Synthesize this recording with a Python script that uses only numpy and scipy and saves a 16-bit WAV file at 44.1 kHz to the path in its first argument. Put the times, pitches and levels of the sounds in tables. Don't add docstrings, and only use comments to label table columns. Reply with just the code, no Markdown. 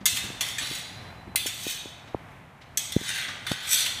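import sys
import numpy as np
from scipy import signal
from scipy.fft import rfft, irfft
from scipy.io import wavfile
from scipy.ndimage import map_coordinates

SR = 44100
rng = np.random.default_rng(int(sys.argv[2]) if len(sys.argv) > 2 else 0)


def unload_wav(signal):
    wavfile.write(
        sys.argv[1],
        SR,
        np.round(np.clip(np.atleast_2d(signal).T, -1, 1) * 32767).astype(np.int16),
    )


N = 176400


def undb(db):
    return 10 ** (np.asarray(db) / 20)


def unit(x):
    return x / np.sqrt(np.sum(x ** 2))


def seconds(length):
    return np.arange(int(length * SR)) / SR


def fade(t, ring_s):
    return np.exp(-np.log(1000) * t / ring_s)


def add(out, at, x):
    i = int(round(at * SR))
    x = x[max(-i, 0):N - i]
    out[max(i, 0):max(i, 0) + len(x)] += x


def colour(hz, table):
    points, db = np.array(table).T
    return undb(np.interp(np.log(hz + 1), np.log(points), db))


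# pitch in Hz, relative level in dB.
TOWN_COLOUR = [(15, -49), (25, -8.5), (130, -2), (301, -14), (363, -16), (503, -16), (734, -10),
               (1190, -15.5), (2160, -17.5), (3820, -30.5), (4490, -36.5), (14000, -43.5), (16000, -65)]

def town(level_db=-47.5, wander_db=-1.5):
    hz = np.fft.rfftfreq(N, 1 / SR)
    rumble = irfft(rfft(rng.standard_normal(N)) * colour(hz, TOWN_COLOUR), N)
    wander = np.interp(np.arange(N), np.linspace(0, N, 20), rng.standard_normal(20))
    return unit(rumble) * np.sqrt(N) * undb(level_db + wander_db * wander)


# pitch in Hz, relative level in dB.
ECHO_COLOUR = [(150, -1.5), (1000, 0.5), (2500, 1.5), (5000, 1), (9000, -2), (15000, -4)]

def court_echo(x, level_db=-4, bass_ring_s=1.277, build_s=.0057):
    t = seconds(2)
    hz, age, noise = signal.stft(rng.standard_normal(len(t)), SR, nperseg=256)
    ring_s = bass_ring_s / (1 + hz / 9500)
    fading = noise * colour(hz, ECHO_COLOUR)[:, None] * fade(age, ring_s[:, None])
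    tail = signal.istft(fading, SR)[1][:len(t)] * (1 - np.exp(-t / build_s))
    return signal.fftconvolve(x, undb(level_db) * unit(tail))[:N]


# delay in seconds, level in dB.
BOUNCES = [(.0033, -7.5), (.011, -12.5), (.019, -12.5)]

def with_bounces(x):
    out = x.copy()
    for delay, db in BOUNCES:
        add(out, delay, undb(db) * x)
    return out


# start in seconds, thud level in dB, scuff level in dB.
FOOTFALLS = [(.005, -40.5, -54), (0.124, -39, -60), (.235, -36, -58), (.61, -39, -59), (.905, -44, -66),
             (1.266, -39.5, -68), (2.07, -50, -53.5), (2.40, -52.5, -88), (2.611, -51.5, -51),
             (3.28, -39, -34.5)]

def footsteps(thud_hz=93.4, thud_s=.018, scuff_hz=2000, scuff_s=.015):
    out, t = np.zeros(N), seconds(.43)
    for at, thud_db, scuff_db in FOOTFALLS:
        for hz, length, db in (thud_hz, thud_s, thud_db), (scuff_hz, scuff_s, scuff_db):
            band = signal.butter(2, [hz / 2, hz * 2], "band", fs=SR, output="sos")
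            noise = unit(signal.sosfilt(band, rng.standard_normal(len(t)))) * np.sqrt(len(t))
            swell = 2 * t / length * np.exp(1 - 2 * t / length)
            add(out, at, undb(db) * noise * swell)
    return out


# time in seconds, strength (minus flips the wave),
# pulse width in milliseconds, hollow ring compared with the pulse in dB.
CLOSE_KNOCKS = [(.303, 0.032, 0.43, -5.5), (.714, 0.038, .55, -12), (1.351, 0.094, 0.1, -21),
                (1.460, 0.055, 0.24, -3.5), (1.668, 0.085, 0.41, -6), (1.858, .035, 0.36, -4),
                (2.147, 0.24, 0.23, -10), (2.1494, 0.069, 1, -24), (2.9659, -.55, 0.59, -33),
                (3.014, 0.052, .6, -9), (3.516, 0.15, 0.23, -21), (3.5173, .21, 0.55, -27)]

def knocks(ring_hz=265, ring_decay_s=.0028, rebound=3.93, top_hz=1250):
    out, t = np.zeros(N), seconds(.1) - .02
    age = np.maximum(t, 0)
    hollow = np.sin(2 * np.pi * ring_hz * age) * np.exp(-age / ring_decay_s)
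    for at, strength, width_ms, ring_db in CLOSE_KNOCKS:
        widths = t * 1000 / width_ms
        pulse = np.exp(-widths ** 2 / 2) - np.exp(-(widths / rebound) ** 2 / 2) / rebound
        add(out, at + t[0], strength * (pulse / pulse.max() - undb(ring_db) * hollow))
    return signal.sosfiltfilt(signal.butter(4, top_hz, fs=SR, output="sos"), out)


def singing_blade(start_s=.62, hz=4012, level_db=-41, ring_s=1.9, wobble_hz=9):
    out, t = np.zeros(N), seconds(1)
    wobble = 1 + .5 * np.sin(2 * np.pi * wobble_hz * t)
    add(out, start_s, undb(level_db) * wobble * np.sin(2 * np.pi * hz * t) * fade(t, ring_s))
    return out


def slips(samples, clicks_per_s=2200, scatter_db=7):
    clicks = rng.random(samples) < clicks_per_s / SR
    size = undb(scatter_db * rng.standard_normal(samples))
    sign = rng.choice([-1, 1], samples)
    return unit(clicks * sign * size) * np.sqrt(samples)


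def tilt(hz, bright_db):
    return undb(bright_db * np.log2(hz / 4500))


def ring(notes, bright_db, ring_s, mistune=.003, scatter_db=2.5):
    hz, db = np.array(notes, float).T[:, :, None]
    t = seconds(ring_s)
    hz = hz * (1 + mistune * rng.standard_normal(hz.shape))
    gain = unit(undb(db + scatter_db * rng.standard_normal(hz.shape))) * tilt(hz, bright_db)
    phase = 2 * np.pi * (hz * t + rng.random(hz.shape))
    return np.sum(gain * np.sin(phase), 0) * np.sqrt(2) * unit(fade(t, ring_s))


# pitch in Hz, relative level in dB.
STEEL_COLOUR = [(300, -30), (900, -22.5), (1750, -4), (2500, -3.5), (3500, 0), (5000, -7), (6200, -6),
                (10000, -2.5), (15000, -8)]

def steel_burst(bright_db, ring_s=.02, lag_s=.0007995):
    size = 8192
    t, hz = np.arange(size) / SR, np.fft.rfftfreq(size, 1 / SR) + 1
    burst = unit(rng.standard_normal(size) * fade(t, ring_s))
    tone = unit(colour(hz, STEEL_COLOUR)) * np.sqrt(len(hz)) * tilt(np.maximum(hz, 1000), bright_db)
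    lag_cycles = lag_s * (2 * np.sqrt(10000 * hz) - .8 * hz)
    return irfft(rfft(burst) * tone * np.exp(-2j * np.pi * lag_cycles))


# pitch in Hz, relative level in dB.
GUARD_NOTES = [(1986, -10), (2066, -9), (3184, -6), (3312, -3), (3461, 2), (3580, -1), (3705, -4),
               (4029, -7), (4293, -9), (4612, -10)]
# pitch in Hz, relative level in dB.
BLADE_NOTES = [(5437, -7), (5848, -2), (6280, -1), (6745, -2), (6860, -4), (7350, -7), (7765, 2),
               (8250, -3), (8578, -3), (9160, -6), (11950, -11), (13380, -7), (14090, -9)]

def swords(push, bright_db, guard_db, blade_db):
    body = np.zeros(SR // 2)
    add(body, 0, steel_burst(bright_db))
    add(body, 0, undb(guard_db - 7.5) * ring(GUARD_NOTES, bright_db, ring_s=.17))
    add(body, 0, undb(blade_db - 6) * ring(BLADE_NOTES, bright_db, ring_s=.04))
    return signal.fftconvolve(push, body)


# pitch in Hz, relative level in dB.
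RASP_NOTES = [(1450, -6.5), (1900, -8.5), (2500, 1.5), (3050, -1), (3750, 6), (4400, 4), (6400, -2),
              (7900, -22.5), (9400, 5)]

def rasp(t, glide, bright_db, level_db=-1.5):
    steady = signal.fftconvolve(slips(SR), ring(RASP_NOTES, bright_db, ring_s=.022))
    speed = 2 ** (glide * t)
    return undb(level_db) * map_coordinates(steady, [np.cumsum(speed)], mode="mirror")


# time of hardest pressure, rise and fall, all in seconds,
# relative level in dB, brightness in dB per octave, guard ring and blade ring in relative dB,
# pitch glide in octaves per second.
BLADE_SCRAPES = [(.485, 0.023, .02, -9.5, 0, 9, 6.5, 1), (.625, 0.035, 0.12, -6, -5.5, -1, -15, 0.5),
                 (.755, 0.094, 0.029, -13, 0, 4, 9.5, 1.1), (1.705, 0.063, 0.03, -3, 0.5, 2.5, 3.5, -0.5),
                 (3.08, 0.066, 0.09, -7.5, -4.5, 1, 6, -1), (3.18, 0.08, 0.058, -5, -5.5, 4, -6, -2.5),
                 (3.515, 0.031, 0.015, -6, -4.5, -5, 5.5, 2), (3.679, 0.051, 0.06, -7.5, -3.5, 3, -10, 6),
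                 (3.732, 0.025, 0.024, 7, -1, 3.5, 9, 3.3), (3.778, 0.022, 0.062, 1.5, -0.5, 7.5, -13, -3)]

def scrapes(level_db=-30):
    out, t = np.zeros(N), seconds(1) - .5
    for at, rise, fall, db, bright_db, guard_db, blade_db, glide in BLADE_SCRAPES:
        pressure = undb(level_db + db) * np.exp(-np.maximum(-t / rise, t / fall))
        add(out, at + t[0], swords(pressure * slips(len(t)), bright_db, guard_db, blade_db))
        add(out, at + t[0], pressure * rasp(t, glide, bright_db))
    return out


# start in seconds, relative level in dB, brightness in dB per octave,
# guard ring and blade ring in relative dB, fading time of the chatter in seconds.
BLADE_CLASHES = [(0.056, -3.5, 0, 0, 3, 0.0049), (.157, -15.5, -3, -2, -4, 0.01),
                 (.171, -14, -4, -13, -2, 0.0066), (.408, -8.5, -3, 0, -10, 0.0059),
                 (.583, -18, -4.5, 2, 8, 0.01), (1.3577, -7, 1, 3, -21, 0.0033),
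                 (1.463, -14, -2, -17, 4, .008), (2.773, -12.5, 0, 1.5, 8, 0.0038),
                 (2.921, -21.5, -1.5, 9.5, 2, 0.003), (3.466, -17, -6, 2.5, -16, 0.014),
                 (3.859, -15.5, -3.5, -16, -13.5, 0.0052)]

def clashes(level_db=14, chatter_db=7):
    out, t = np.zeros(N), seconds(.1)
    for at, db, bright_db, guard_db, blade_db, chatter_s in BLADE_CLASHES:
        push = undb(chatter_db) * unit(slips(len(t)) * np.exp(-t / chatter_s))
        push[0] += 1
        add(out, at, undb(level_db + db) * swords(unit(push), bright_db, guard_db, blade_db))
    return out


def scene():
    scrapes_and_feet = scrapes() + footsteps()
    directions = 3
    echo = sum(court_echo(clashes() + scrapes_and_feet) for _ in range(directions))
    fencers = with_bounces(clashes() + scrapes_and_feet)
    return (fencers + echo / np.sqrt(directions) + singing_blade() + knocks() + town())[None]


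def record(dry, low_hz=56, top_hz=15100):
    thinned = signal.sosfilt(signal.butter(2, low_hz, "high", fs=SR, output="sos"), dry)
    return signal.sosfilt(signal.ellip(8, .2, 70, top_hz, fs=SR, output="sos"), thinned)


dry = scene()
out = record(dry)
unload_wav(out)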